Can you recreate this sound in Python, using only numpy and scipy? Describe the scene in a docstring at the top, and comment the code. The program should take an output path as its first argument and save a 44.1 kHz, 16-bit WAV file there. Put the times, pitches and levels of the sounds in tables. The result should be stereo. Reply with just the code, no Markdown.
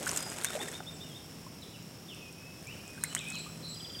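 """A shallow creek. Something splashes: water sloshes, spray patters down and trapped air plops, mostly
dying away within a second. Stray drops tick; two sharp splats and more spray follow near 3 s.
Birds whistle, slur, buzz and trill in the trees on the bank, their gliding tones scattered by leaves,
over a low outdoor rumble, a thin insect hiss and a distant motor hum."""
import sys
import numpy as np
from scipy import signal
from scipy.fft import rfft, irfft
from scipy.io import wavfile

SR = 44100
rng = np.random.default_rng(int(sys.argv[2]) if len(sys.argv) > 2 else 0)


def pcm_store(signal):
    """Save signal as 16-bit PCM."""
    levels = np.round(np.clip(np.atleast_2d(signal), -1, 1) * 32767)
    wavfile.write(sys.argv[1], SR, levels.astype(np.int16).T)


N = 176400
T, HZ = np.arange(N) / SR, np.fft.rfftfreq(N, 1 / SR)

# Spray spectrum. Each row: frequency in Hz, relative level in dB.
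SPRAY_SPECTRUM = [(1500, 2), (3000, 0.5), (4800, -5.5), (6500, 1), (8000, 4), (9500, -1), (11000, -5),
                  (13500, -9.5), (16000, -37)]


def amp(db):
    """Decibels to gain."""
    return 10 ** (np.asarray(db) / 20)


def unit(x):
    """Scale to rms 1."""
    return x / np.sqrt(np.mean(x ** 2) + 1e-20)


def at_hz(table, hz):
    """Interpolate on a log-frequency axis."""
    table_hz, value = np.transpose(table)
    return np.interp(np.log(hz + 1), np.log(table_hz), value)


def envelope(table, column=1):
    """Gain over time from one dB column."""
    table = np.array(table)
    return amp(np.interp(T, table[:, 0], table[:, column]))


def add(mix, start_s, sound):
    """Mix a sound in at start_s."""
    part = mix[max(round(start_s * SR), 0):][:len(sound)]
    part += sound[:len(part)]


def drift(rate_hz):
    """Random wander below rate_hz, rms 1."""
    return unit(irfft(rfft(rng.standard_normal(N)) / (1 + (HZ / rate_hz) ** 4), N))


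def echoes(x, t60_s, spread):
    """Sparse reflections off leaves or banks; spread sets the stereo width."""
    t = T[:SR]
    taps = rng.standard_normal((2, SR)) * (rng.random((2, SR)) < .05)
    taps *= amp(-60 * t / t60_s) * (1 - np.exp(-t / .0029))
    taps /= np.linalg.norm(taps, axis=1, keepdims=True)
    mid, side = signal.fftconvolve(x[None], taps, axes=1)[:, :N]
    return np.array([mid + spread * side, mid - spread * side])


def bubble(hz, t60_s):
    """Trapped air rings: one-cycle attack, rising pitch, exponential decay."""
    t = np.arange(0, t60_s, 1 / SR)
    ring = np.sin(2 * np.pi * hz * t * (1 + .18 * t / t60_s))
    return ring * (1 - np.exp(-t * hz)) * amp(-60 * t / t60_s)


def bubble_swarm(low_hz, high_hz, per_s, spread_db, cycles=28, sizes=30):
    """Bubbles of many sizes ring at random times and strengths."""
    out = np.zeros(N)
    for hz in np.geomspace(low_hz, high_hz, sizes):
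        hits = (rng.random(N) < per_s / sizes / SR) * amp(spread_db * rng.exponential(1, N).clip(max=3))
        out += signal.oaconvolve(hits, bubble(hz, cycles / hz))[:N] * np.sqrt(hz)
    return unit(out)


def spray_patter(per_s, spread_db, decay_s, kinds=16):
    """Spray lands as tiny bright noise ticks."""
    out = np.zeros(N)
    for _ in range(kinds):
        hits = rng.random(N) < per_s / kinds / SR
        strength = amp(spread_db * rng.exponential(1, N).clip(max=3.5))
        tick = rng.standard_normal(512) * np.exp(-T[:512] / decay_s)
        out += signal.oaconvolve(hits * strength, tick)[:N]
    return unit(irfft(rfft(out) * amp(at_hz(SPRAY_SPECTRUM, HZ)), N))


def splash(spray, spurts):
    """Large bubbles slosh; smaller ones churn in spurts with the spray."""
    # Each row: time in seconds, then slosh, churn and spray levels in dB.
    levels = [(0, -39.5, -51, -45.5), (.06, -51, -60, -41.5), (.18, -53.5, -56, -41),
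              (.26, -55.5, -58, -44.5), (.41, -50.5, -54, -46.5), (.47, -61.5, -48.5, -44),
              (.62, -47, -51, -46), (.75, -55, -56, -49), (.81, -55.5, -62, -61), (1.2, -62.5, -83, -62.5),
              (1.7, -88, -88, -74)]
    slosh = envelope(levels, 1) * bubble_swarm(216, 820, per_s=800, spread_db=2, cycles=26.5)
    churn = envelope(levels, 2) * bubble_swarm(1285, 4180, per_s=1600, spread_db=6.5)
    return slosh + spurts * (churn + envelope(levels, 3) * spray)


def drizzle(spray):
    """Fine spray and small bubbles fizz on the surface."""
    # Each row: time in seconds, level in dB.
    levels = [(1.2, -67), (2.3, -68), (3.04, -59.5), (3.14, -51.5), (3.22, -54.5), (3.36, -54), (3.47, -62),
              (4, -61.5)]
    fizz = amp(-2.5) * bubble_swarm(6700, 9100, per_s=330, spread_db=5)
    drips = amp(-3.5) * bubble_swarm(1144, 3060, per_s=250, spread_db=5)
    return envelope(levels) * (spray + fizz + drips)


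def stereo_noise(gain):
    """Coloured noise, widest in the midrange."""
    # Each row: frequency in Hz, left-right correlation from 0 to 1.
    correlation = [(60, 1), (250, 0.97), (600, 0.61), (2000, 0.24), (5000, 0.85), (9000, 1)]
    left, independent = rfft(rng.standard_normal((2, N)))
    shared = np.clip(at_hz(correlation, HZ), 0, 1)
    right = shared * left + np.sqrt(1 - shared ** 2) * independent
    return unit(irfft(np.array([left, right]) * gain, N))


def open_air():
    """Outdoor rumble and hiss, wavering slightly."""
    # Each row: frequency in Hz, relative spectral density in dB.
    spectrum = [(15, -53), (25, -25), (102, 1), (157, 0.5), (299, -5), (425, -8), (527, -9), (769, -13.5),
                (1780, -20.5), (2660, -17), (4330, -23), (5370, -15.5), (6140, -23), (8050, -26.5),
                (15800, -28)]
    return stereo_noise(amp(at_hz(spectrum, HZ))) * amp(.5 * drift(2.7))


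def insects(centre_hz=5417, half_width_hz=280):
    """Insects merge into a narrow band of hiss."""
    return stereo_noise(1 / (1 + ((HZ - centre_hz) / half_width_hz) ** 4))


def motor():
    """A distant motor hums on three wandering tones."""
    # Each row: time in seconds, level in dB.
    levels = [(0, -56), (2.0, -60.5), (2.88, -62), (2.98, -52.5), (3.7, -50.5), (3.95, -62)]
    # Each row: frequency in Hz, relative level in dB.
    tones = [(162, 0), (210, -8), (264, -11)]
    hum = np.zeros(N)
    for hz, db in tones:
        gain = amp(db + 1.2 * drift(5.9))
        hum += gain * np.sin(2 * np.pi * np.cumsum(hz + 1.26 * drift(5.16)) / SR)
    return np.sqrt(2) * envelope(levels) * hum


def plops():
    """Single pockets of trapped air ring out."""
    # Each row: start in seconds, pitch in Hz, level in dB, T60 in seconds.
    pockets = [(.003, 214, -38.5, 0.2), (.012, 562, -40.5, 0.14), (.067, 1450, -20.5, 0.023),
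               (.0745, 1555, -17, 0.011), (.119, 1090, -26, 0.01), (.265, 780, -34.5, 0.039),
               (.4455, 1546, -23.5, 0.022), (.4515, 2030, -25, 0.0097), (.551, 571, -26.5, 0.068),
               (.561, 467, -29.5, 0.058), (.573, 690, -26.5, 0.022), (.599, 778, -30.5, 0.038),
               (.632, 351, -33.5, 0.05), (.683, 1780, -33, 0.025), (.804, 756, -27, 0.017),
               (.804, 1330, -26.5, 0.0095), (1.465, 1005, -40.5, 0.056), (2.978, 1490, -40, 0.035),
               (3.0368, 1550, -18.5, 0.0072), (3.044, 2010, -27.5, 0.02), (3.1657, 1810, -14.5, 0.0046),
               (3.463, 1143, -40.5, 0.058)]
    out = np.zeros(N)
    for start_s, hz, db, t60_s in pockets:
        add(out, start_s, amp(db) * bubble(hz, t60_s))
    return out


def splats(half_width_hz=830, skirt_db=-13.5, tail_db=-15.5, tail_s=.0092):
    """Water slaps water: short bright cracks with fizzing tails."""
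    # Each row: centre time in seconds, level in dB, centre in Hz, half-length in seconds.
    slaps = [(0.061, -30, 6130, 0.0018), (0.0777, -28.5, 8250, 0.0053), (.093, -18, 5900, 0.0007),
             (0.1146, -19.5, 8400, 0.00053), (0.1636, -24, 7760, 0.0025), (0.1745, -20, 7640, 0.0029),
             (0.227, -29, 8700, 0.0017), (0.437, -29, 8900, 0.0014), (0.4465, -15, 8770, 0.0012),
             (0.453, -23, 7260, 0.0012), (0.685, -35, 7500, .005), (3.0386, -15, 8800, 0.0011),
             (3.15, -12, 8000, 0.00033)]
    t, f = T[:2048] - T[512], np.fft.rfftfreq(2048, 1 / SR)
    skirt = amp(skirt_db + .48 * at_hz(SPRAY_SPECTRUM, f)) * (f > 900)
    out = np.zeros(N)
    for centre_s, db, hz, half_s in slaps:
        band = 1 / (1 + ((f - hz) / half_width_hz) ** 2) + skirt
        fizz = unit(irfft(rfft(rng.standard_normal(len(t))) * band))
        shape = np.exp(-(t / half_s) ** 2)
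        crack = fizz * shape
        crack *= np.linalg.norm(shape) / np.linalg.norm(crack)
        tail = fizz * (t > 0) * np.exp(-abs(t) / tail_s) * amp(tail_db)
        add(out, centre_s + t[0], .5 * amp(db) * (crack + tail))
    return out


def bird_note(length_s, pitches_hz, db, waver=.0098, rise_s=.0056, release=.28, flutter=0, flutter_hz=0):
    """A whistle gliding through three pitches; release is a share of its length."""
    t = np.arange(0, length_s, 1 / SR)
    progress = t / length_s
    wobble_band = signal.butter(2, [90, 380], "bandpass", fs=SR, output="sos")
    wobble = unit(signal.sosfilt(wobble_band, rng.standard_normal(SR)))[:len(t)]
    shake = flutter * np.cos(2 * np.pi * flutter_hz * t)  # moves pitch and level together
    glide_hz = np.polyval(np.polyfit([0, .5, 1], pitches_hz, 2), progress)
    hz = glide_hz * (1 + waver * wobble) + flutter_hz * shake
    ramp = np.clip(np.minimum(t / rise_s, (1 - progress) / release), 0, 1)
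    shape = np.sin(np.pi / 2 * ramp) ** 2 * (1 + shake / 2)
    return amp(db) * np.sqrt(2) * shape * np.sin(2 * np.pi * np.cumsum(hz) / SR)


def held_whistles(sag_hz_per_s=533):
    """A bird holds a thin, fluttering whistle that sags in pitch."""
    # Each row: start in seconds, length in seconds, start pitch in Hz, level in dB.
    notes = [(0.17, .21, 5010, -49), (3.743, 0.7, 4900, -50.5)]
    out = np.zeros(N)
    for start_s, length_s, hz, db in notes:
        sag_hz = np.linspace(hz, hz - sag_hz_per_s * length_s, 3)
        add(out, start_s, bird_note(length_s, sag_hz, db, release=.57, flutter=.72, flutter_hz=30.75))
    return out


def stray_drops():
    """Single drops tick on the surface, each ringing a tiny bubble."""
    # Each row: start in seconds, level in dB.
    drops = [(.301, -19), (.716, -24), (1.826, -34), (2.147, -32), (2.327, -32.5), (2.672, -28),
             (2.879, -27), (3.191, -19.5), (3.286, -23), (3.303, -17.5), (3.323, -25), (3.355, -23)]
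    out = np.zeros(N)
    for start_s, db in drops:
        add(out, start_s, amp(db) * bubble(hz=rng.uniform(6450, 8400), t60_s=.0026))
    return out


def rising_calls():
    """One bird repeats a rising note."""
    # Each row: start in seconds, level in dB.
    notes = [(.45, -44), (.592, -43), (.724, -44.5), (.857, -44.5), (.995, -48), (1.138, -49.5)]
    out = np.zeros(N)
    for start_s, db in notes:
        add(out, start_s, bird_note(.0504, (3180, 3644, 3520), db, rise_s=.022))
    return out


def slurs():
    """Slurred bird whistles; wider glides waver more."""
    # Each row: start and length in seconds, start, middle and end pitch in Hz, level in dB.
    notes = [(0.926, .05, 7850, 7700, 6660, -56.5), (1.032, 0.045, 3024, 2890, 2760, -57),
             (1.091, 0.068, 3450, 3240, 3150, -54), (1.618, 0.024, 4090, 3770, 2930, -48),
             (1.735, 0.034, 3080, 2830, 2520, -53.5), (2.082, 0.068, 3750, 2970, 2490, -48.5),
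             (2.151, 0.17, 2587, 2533, 2470, -55.5), (2.367, 0.21, 2500, 2600, 2497, -57),
             (2.663, 0.076, 2262, 2703, 3180, -47), (2.85, 0.25, 2504, 2500, 2520, -57.5),
             (3.09, 0.133, 2910, 3010, 2730, -53), (3.166, 0.035, 2950, 3440, 4200, -41),
             (3.19, 0.072, 2700, 2403, 2350, -45.5), (3.258, 0.089, 2469, 2541, 2534, -43.5),
             (3.342, 0.042, 3346, 2900, 2100, -46.5)]
    out = np.zeros(N)
    for start_s, length_s, start_hz, middle_hz, end_hz, db in notes:
        waver = .003 + .045 * abs(end_hz - start_hz) / middle_hz
        add(out, start_s, bird_note(length_s, (start_hz, middle_hz, end_hz), db, waver))
    return out


def buzzy_calls():
    """Fast flutter makes a bird's note buzz; a thin high whistle tops it."""
    # Each row: start in seconds, buzz level in dB, whistle level in dB.
    calls = [(3.001, -54, -50), (3.313, -47.5, -47.5), (3.617, -46.5, -47)]
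    buzzes, tops = np.zeros((2, N))
    for start_s, buzz_db, top_db in calls:
        add(buzzes, start_s, bird_note(.19, (4072, 4072, 4072), buzz_db, waver=.025, rise_s=.028,
                                       release=.57, flutter=.36, flutter_hz=310))
        add(tops, start_s + .068, bird_note(.05, (7600, 7770, 7790), top_db))
    return buzzes, tops


def trill():
    """A bird's quick run of falling notes."""
    # Each row: start in seconds, level in dB.
    notes = [(3.75, -53), (3.797, -46), (3.845, -47.5), (3.894, -48.5), (3.941, -46.5), (3.988, -43)]
    out = np.zeros(N)
    for start_s, db in notes:
        add(out, start_s, bird_note(.018, (3700, 3280, 2980), db))
    return out


def creek(low_cut_hz=110, bank_cutoff_hz=4200):
    """All the water, with dull reflections off the banks."""
    spurts = amp(1.6 * drift(35))
    spray = spray_patter(per_s=1700, spread_db=4.2, decay_s=.001)
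    water = splash(spray, spurts) + drizzle(spray) + splats() + stray_drops() + plops()
    water = signal.sosfilt(signal.butter(2, low_cut_hz, "highpass", fs=SR, output="sos"), water)
    dulled = irfft(rfft(water) / (1 + (HZ / bank_cutoff_hz) ** 2), N)
    return water + amp(-10.5) * echoes(dulled, t60_s=.22, spread=.52)


def birds(trees_t60_s=.72):
    """Near birds are fairly dry; those deeper in the trees are washed in echoes."""
    near = rising_calls() + held_whistles() + trill()
    buzzes, tops = buzzy_calls()
    far = tops + slurs()
    near = (near + buzzes) * amp(1.8 * drift(70))  # the level flickers
    near = near + amp(-7.5) * echoes(near, trees_t60_s, spread=.9)
    return near + amp(-2.8) * far + amp(-2) * echoes(far, trees_t60_s, spread=.27)


def scene():
    """Creek and birds over insects; air and motor sit slightly left."""
    foreground = creek() + birds()
    air = amp(-49) * open_air()
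    hiss = amp(-60) * insects()
    pan = amp([[.85], [-.85]])
    return foreground + hiss + pan * (air + motor())


def record(dry):
    """Low-pass at 16 kHz."""
    lowpass = signal.firwin(511, 16000, window=("kaiser", 9), fs=SR)
    return signal.oaconvolve(dry, lowpass[None], "same")


dry = scene()
out = record(dry)
pcm_store(out)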